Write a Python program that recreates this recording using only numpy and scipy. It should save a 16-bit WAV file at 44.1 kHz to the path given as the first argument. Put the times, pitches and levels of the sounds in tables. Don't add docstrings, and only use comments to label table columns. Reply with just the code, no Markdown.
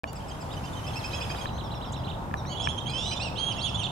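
import sys
import numpy as np
from scipy import signal
from scipy.fft import rfft, irfft
from scipy.io import wavfile
from scipy.ndimage import uniform_filter1d

SR = 44100
rng = np.random.default_rng(int(sys.argv[2]) if len(sys.argv) > 2 else 0)


def to_linear_factor(level_db):
    exponent = np.asarray(level_db, float) / 20
    return 10 ** exponent


def wav_out(sig):
    wavfile.write(sys.argv[1], SR, np.round(np.clip(np.atleast_2d(sig).T, -1, 1) * 32767).astype(np.int16))


N = 172431

# frequency_hz, density_db (per Hz)
TRAFFIC_SPECTRUM = [(30, -34), (92, 1.5), (210, -11), (400, -18.5), (900, -12.5), (2270, -36),
                    (3300, -40.5), (15000, -53)]
# time_s, level_db
TRAFFIC_LEVEL = [(0, -37.5), (1.2, -33.5), (3.9, -34)]
# frequency_hz, likeness (0 to 1)
PORT_LIKENESS = [(100, 0.96), (400, 0.55), (8000, 0.033)]
# frequency_hz, density_db (per Hz)
MOTOR_SPECTRUM = [(1500, -1.5), (5000, -12), (9500, -16.5), (11300, -16.5), (15500, -31)]
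# time_s, level_db
MOTOR_LEVEL = [(.132, -52), (1.1, -43.5), (1.455, -44)]
# start_s, low_ring_db, high_ring_db
CLICKS = [
    (0.0405, -25, -23),
    (1.303, -31, -33),
    (1.348, -32, -44),
    (1.4567, -25, -32),
    (2.312, -35, -46),
    (2.3404, -20, -30),
    (2.452, -36, -36),
    (2.6726, -19, -18),
]
# frequency_hz, gain_db
LEFT_SHADE = [(2000, -15), (3300, -13), (5500, 0.5), (10000, 0.5)]
# frequency_hz, phase_rad
PORT_PHASE = [(300, 0), (1460, 1.46), (2580, 6), (5000, 7)]

# start_s, length_s, level_db, top_pitch_hz
STEADY_NOTES = [(0.865, 0.026, -45, 2656), (0.954, 0.034, -43, 2674), (1.04, 0.031, -41, 2630),
                (1.129, 0.031, -41, 2594), (1.205, 0.03, -41.5, 2575), (1.294, 0.032, -43, 2523),
                (1.381, 0.026, -47, 2476), (3.108, 0.036, -42.5, 2553)]
PEEPER_NOTES = [(0.196, 0.036, -52, 3280), (0.297, 0.029, -50, 3120), (0.502, 0.045, -45.5, 3830),
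                (0.657, 0.037, -54, 3630), (0.873, 0.043, -45, 3570), (1.103, 0.052, -44.5, 4150),
                (1.214, 0.042, -39.5, 3530), (1.343, 0.057, -46, 3900), (1.454, 0.045, -43.5, 4030),
                (1.575, 0.044, -43.5, 4060), (1.7, 0.049, -45, 4050), (1.81, 0.047, -44.5, 4000),
                (1.925, 0.045, -44, 3990), (2.033, 0.051, -45.5, 4100), (2.08, 0.043, -40.5, 3760),
                (2.13, 0.027, -51, 3830), (2.794, 0.031, -43.5, 3740), (3.245, 0.035, -43.5, 3810),
                (3.839, 0.036, -30, 3527)]
REEDY_NOTES = [(1.636, 0.05, -52, 1890), (1.745, 0.042, -52, 1874), (1.85, 0.057, -53, 1890),
               (1.96, 0.051, -54, 1865), (2.369, 0.043, -51, 1995)]
REEDY_UP_NOTES = [(0.07, 0.044, -59.5, 2340), (1.526, 0.061, -59, 2080), (2.456, 0.088, -52, 2256)]
YOUNG_NOTES = [(0.154, 0.027, -55.5, 2600), (0.281, 0.028, -55.5, 2600), (0.404, 0.03, -55.5, 2590),
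               (0.527, 0.024, -56, 2510), (0.647, 0.02, -56, 2470)]
FAR_NOTES = [(0.073, 0.029, -60, 2870), (0.308, 0.02, -57, 3190), (0.565, 0.021, -56, 3020),
             (0.635, 0.023, -58.5, 2730), (0.649, 0.04, -60.5, 3066), (0.728, 0.018, -59, 3530),
             (0.749, 0.055, -59, 3120), (0.838, 0.021, -55, 3100), (0.929, 0.026, -57, 3200),
             (0.935, 0.025, -64, 4250), (1.12, .02, -55, 3090), (1.026, 0.04, -58, 3195),
             (1.143, 0.052, -53, 3340), (1.305, 0.023, -52.5, 3190), (1.409, 0.02, -52, 3240),
             (2.892, 0.018, -53, 4120), (3.561, 0.021, -52, 3350), (3.58, 0.025, -49, 2740)]
NEAR_NOTES = [(2.51, 0.035, -40.5, 3340), (2.596, 0.034, -31.5, 3420), (2.776, 0.02, -31, 3206),
              (2.858, 0.034, -34, 3315), (2.894, 0.024, -36, 3350), (3.112, 0.0284, -35, 3086),
              (2.976, 0.027, -34.5, 3480), (3.057, 0.013, -33, 2990), (3.065, 0.029, -38, 3500),
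              (3.16, 0.027, -34, 3580), (3.648, 0.027, -32, 3570), (3.742, 0.028, -30, 3494),
              (3.832, 0.015, -29.5, 3716)]
RISER_NOTES = [(3.355, 0.046, -35.5, 5090), (3.588, 0.047, -34.5, 5200), (3.2, 0.04, -34, 5050),
               (3.555, 0.035, -48, 2300)]
FALLER_NOTES = [(.99, 0.032, -47, 4940), (3.52, 0.04, -46.5, 6000), (3.69, 0.015, -47, 5570),
                (3.83, 0.0156, -45, 4700), (0.77, 0.017, -53, 4020), (2.9, 0.022, -52, 2900)]
# top_place (share of length), sag_per_s2 (pitch sag), tone_1_db, tone_2_db, tone_3_db
VOICES = [
    (0.79, 150, 4.5, 1, -15),
    (.47, 1150, 1, -24, -36),
    (-0.3, 45, -28, 3.5, -3),
    (.72, 70, -3, 5.5, 0),
    (0.25, 400, 0, 5.5, 0),
    (.4, 79, 13.5, 1, -14),
    (0.79, 150, 1.5, -18, -27),
    (1.45, 166, -1.5, -28, -49),
    (-0.45, 300, 1.5, -32, -45),
]

# time_s, pitch_hz, level_db
DIP = [(2.493, 3070, -51.5), (2.555, 2900, -46), (2.577, 3460, -41.5), (2.597, 3270, -47)]
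HOOK = [(2.625, 3012, -45), (2.651, 3415, -40), (2.672, 2830, -41)]
ARCH = [(2.617, 2396, -54), (2.647, 2854, -50.5), (2.668, 2580, -44)]
LIFT = [(2.684, 3092, -30), (2.716, 3500, -42.5), (2.736, 3050, -69)]
STAIRS = [(2.868, 1897, -60), (2.89, 2390, -47), (3.076, 3006, -48), (3.13, 2930, -44.5),
          (3.146, 2590, -46), (3.158, 2021, -67)]
CLIMB = [(2.933, 3050, -40), (2.941, 3067, -33.5), (2.969, 3114, -36.5), (3.087, 4006, -39),
         (3.14, 4070, -46.5)]
THIN = [(2.935, 2400, -61), (3.05, 2550, -54), (3.08, 2550, -55), (3.134, 2550, -62)]
BOW = [(3.195, 2455, -39), (3.241, 2900, -39), (3.292, 2480, -42.5)]
LONG = [(3.352, 2626, -52), (3.392, 3198, -33), (3.5, 3276, -33), (3.52, 2970, -32.5), (3.538, 2380, -52)]
SECOND = [(3.6, 3025, -49), (3.648, 3396, -31.5), (3.7, 2563, -41.5)]
THIRD = [(3.77, 2860, -45), (3.798, 3256, -32.5), (3.84, 2526, -39)]
# tone_1_db, tone_2_db, tone_3_db
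WHISTLE_TONES = [(6.5, -22, -26), (6.5, -13, -29), (3, 5.5, -9), (5, -13, -19), (4.5, 1.5, -12.5),
                 (4, -15.5, -22), (-18, 5.5, -21), (4, -5.5, -15), (4, -17, -22), (4.5, -13.5, -19),
                 (2.5, -14.5, -20.5)]


def read(points, x, log=True):
    a, value = np.transpose(points)
    if log:
        return np.interp(np.log(x + 1), np.log(a + 1), value)
    return np.interp(x, a, value)


def add(mix, s, sound):
    part = mix[round(s * SR):][:len(sound)]
    part += sound[:len(part)]


def shaped(x, gain):
    return irfft(rfft(x) * gain(np.fft.rfftfreq(N, 1 / SR)), N)


def hiss(spectrum, patchy_db):
    hz = np.fft.rfftfreq(1024, 1 / SR)
    a, b, c, d, patch = rng.standard_normal((N // 256 + 5, 513, 5)).T
    patch = uniform_filter1d(uniform_filter1d(patch, size=10, axis=0), size=12, axis=1)
    same = np.clip(read(PORT_LIKENESS, hz), 0, 1)[:, None]
    left = a + 1j * b
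    right = same * left + np.sqrt(1 - same ** 2) * (c + 1j * d)
    level_db = read(spectrum, hz)[:, None] + patchy_db * patch / patch.std()
    x = signal.istft(np.array([left, right]) * to_linear_factor(level_db), nperseg=1024, noverlap=768)[1][:, :N]
    return x / x.std()


def traffic():
    return hiss(TRAFFIC_SPECTRUM, 0.8) * to_linear_factor(read(TRAFFIC_LEVEL, np.arange(N) / SR, False))


def lens_motor():
    t = np.arange(N) / SR
    running = (t > MOTOR_LEVEL[0][0]) & (t < MOTOR_LEVEL[-1][0])
    return hiss(MOTOR_SPECTRUM, 1) * to_linear_factor(read(MOTOR_LEVEL, t, False)) * running


def body_clicks():
    out, rock, t = np.zeros(N), np.zeros(N), np.arange(1500) / SR
    click_t60_s, tick_db = 0.014, -19
    rock_hz, rock_db, rock_s = 1050, 1, 0.002
    for s, *rings_db in CLICKS:
        db = max(rings_db)
        modes = zip(rings_db, (1740, 2350))
        ring = sum(to_linear_factor(g - db) * np.sin(2 * np.pi * hz * t) for g, hz in modes)
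        tick = to_linear_factor(tick_db) * uniform_filter1d(rng.standard_normal(len(t)), size=3)
        add(out, s, to_linear_factor(db - 60 * t / click_t60_s) * (ring * np.minimum(t / 0.00023, 1) + tick))
        swing = t / rock_s * np.exp(1 - (t / rock_s) ** 2)
        add(rock, s, to_linear_factor(db + rock_db) * np.sin(2 * np.pi * rock_hz * t) * swing)
    add(out, CLICKS[0][0], to_linear_factor(-28 - 60 * t / 0.051) * np.sin(2 * np.pi * 654 * t))
    add(out, 0.1305, to_linear_factor(-39 - 60 * t / 0.02) * rng.standard_normal(len(t)))
    add(out, 1.92, splash(t))
    pan = to_linear_factor(np.array([[-3], [0]]))
    return out * pan + rock * np.array([[-1], [1]])


def splash(t):
    splash_hz, splash_db, t60_s = 6900, -24, 0.07
    band_pass = signal.butter(2, [splash_hz * 0.9, splash_hz * 1.1], "band", fs=SR)
    band = signal.lfilter(*band_pass, rng.standard_normal(len(t)))
    return to_linear_factor(splash_db - 60 * t / t60_s) * band * np.minimum(t / 0.008, 1)


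def banks(x):
    echo_db, t60_s, first_echo_s = -5.5, 0.56, 0.008
    t = np.arange(SR // 2) / SR
    tail = rng.standard_normal((2, len(t))) * to_linear_factor(-60 * t / t60_s) * (t > first_echo_s)
    tail /= np.linalg.norm(tail[0])
    return to_linear_factor(echo_db) * signal.fftconvolve(x[None], tail, axes=1)[:, :N]


def whistle(hz, db, tones_db):
    waver, breath, flutter_db, bend_fade_db, edge_s = 0.003, 0.22, 1.5, 40, 0.006
    t = np.arange(len(hz)) / SR
    wobble = sum(np.sin(2 * np.pi * (f * t + rng.random())) for f in (37., 90.))
    smoother = np.hanning(60) / np.linalg.norm(np.hanning(60))
    air = signal.lfilter(smoother, 1, rng.standard_normal((4, len(t))))
    turn = 2 * np.pi * np.cumsum(hz * (1 + waver * wobble)) / SR
    tone = 0
    for k, g in enumerate(tones_db):
        flutter = flutter_db * wobble[::(-1) ** k]
        fade = bend_fade_db * k * (1 - hz / hz.max()) ** 2
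        wave = np.sin((k + 1) * turn) + breath * air[k] * np.cos((k + 1) * turn)
        tone = tone + to_linear_factor(g + flutter - fade) * wave
    edges = np.sin(np.pi / 2 * np.clip(np.minimum(t, t[-1] - t) / edge_s, 0, 1))
    return np.sqrt(2) * to_linear_factor(db) * tone * edges


def far_chatter():
    out, t = np.zeros(N), np.arange(0, 0.03, 1 / SR)
    chatter_db, hush_s = -61, 2
    for when, pitch, place in rng.random((90, 3)):
        start = when * N / SR
        if abs(start - hush_s) > 0.5:
            hz = 2600 * (1 + pitch / 2) / (1 + 200 * (t - place * t[-1]) ** 2)
            add(out, start, whistle(hz, chatter_db + 10 * when, VOICES[1][2:]))
    return out


def short_notes():
    out = np.zeros(N)
    flock = (STEADY_NOTES, PEEPER_NOTES, REEDY_NOTES, REEDY_UP_NOTES, YOUNG_NOTES, FAR_NOTES,
             NEAR_NOTES, RISER_NOTES, FALLER_NOTES)
    for notes, (place, sag, *tones) in zip(flock, VOICES):
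        for start, length, db, top_hz in notes:
            t = np.arange(0, length, 1 / SR)
            hz = top_hz / (1 + sag * (t - place * length) ** 2)
            add(out, start, whistle(hz, db, tones))
    return out


def long_whistles():
    out = np.zeros(N)
    paths = (DIP, HOOK, ARCH, LIFT, STAIRS, CLIMB, THIN, BOW, LONG, SECOND, THIRD)
    for path, tones in zip(paths, WHISTLE_TONES):
        s, hz, db = np.transpose(path)
        t = np.arange(s[0], s[-1], 1 / SR)
        lines = [np.interp(t, s, hz), np.interp(t, s, db)]
        hz, db = uniform_filter1d(lines, size=350, mode="nearest")
        add(out, s[0], whistle(hz, db, tones))
    return out


def scene():
    flock = far_chatter() + short_notes() + long_whistles()
    heard = np.array([flock, flock]) + banks(flock)
    heard[0] = shaped(heard[0], lambda hz: to_linear_factor(read(LEFT_SHADE, hz)))
    mix = traffic() + lens_motor() + heard
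    mix[0] = shaped(mix[0], lambda hz: np.exp(1j * read(PORT_PHASE, hz)))
    return mix + body_clicks()


def treble_ducked(x):
    treble_hz, loud_db, duck_db_per_db = 10300, -35, 3
    top = np.array([shaped(c, lambda hz: 1. * (hz > treble_hz)) for c in x])
    calls = shaped(x[1], lambda hz: 1. * (hz > 2200))
    power = abs(uniform_filter1d(calls ** 2, size=1500))
    over_db = 10 * np.log10(power + 1e-12) - loud_db
    return x - top * (1 - to_linear_factor(-duck_db_per_db * np.maximum(over_db, 0)))


def roll_off(x):
    return signal.sosfilt(signal.butter(12, 15820, fs=SR, output="sos"), x)


def record(dry):
    start_s = 0.035
    mix = treble_ducked(dry) * (np.arange(N) > start_s * SR)
    return roll_off(mix)


dry = scene()
out = record(dry)
wav_out(out)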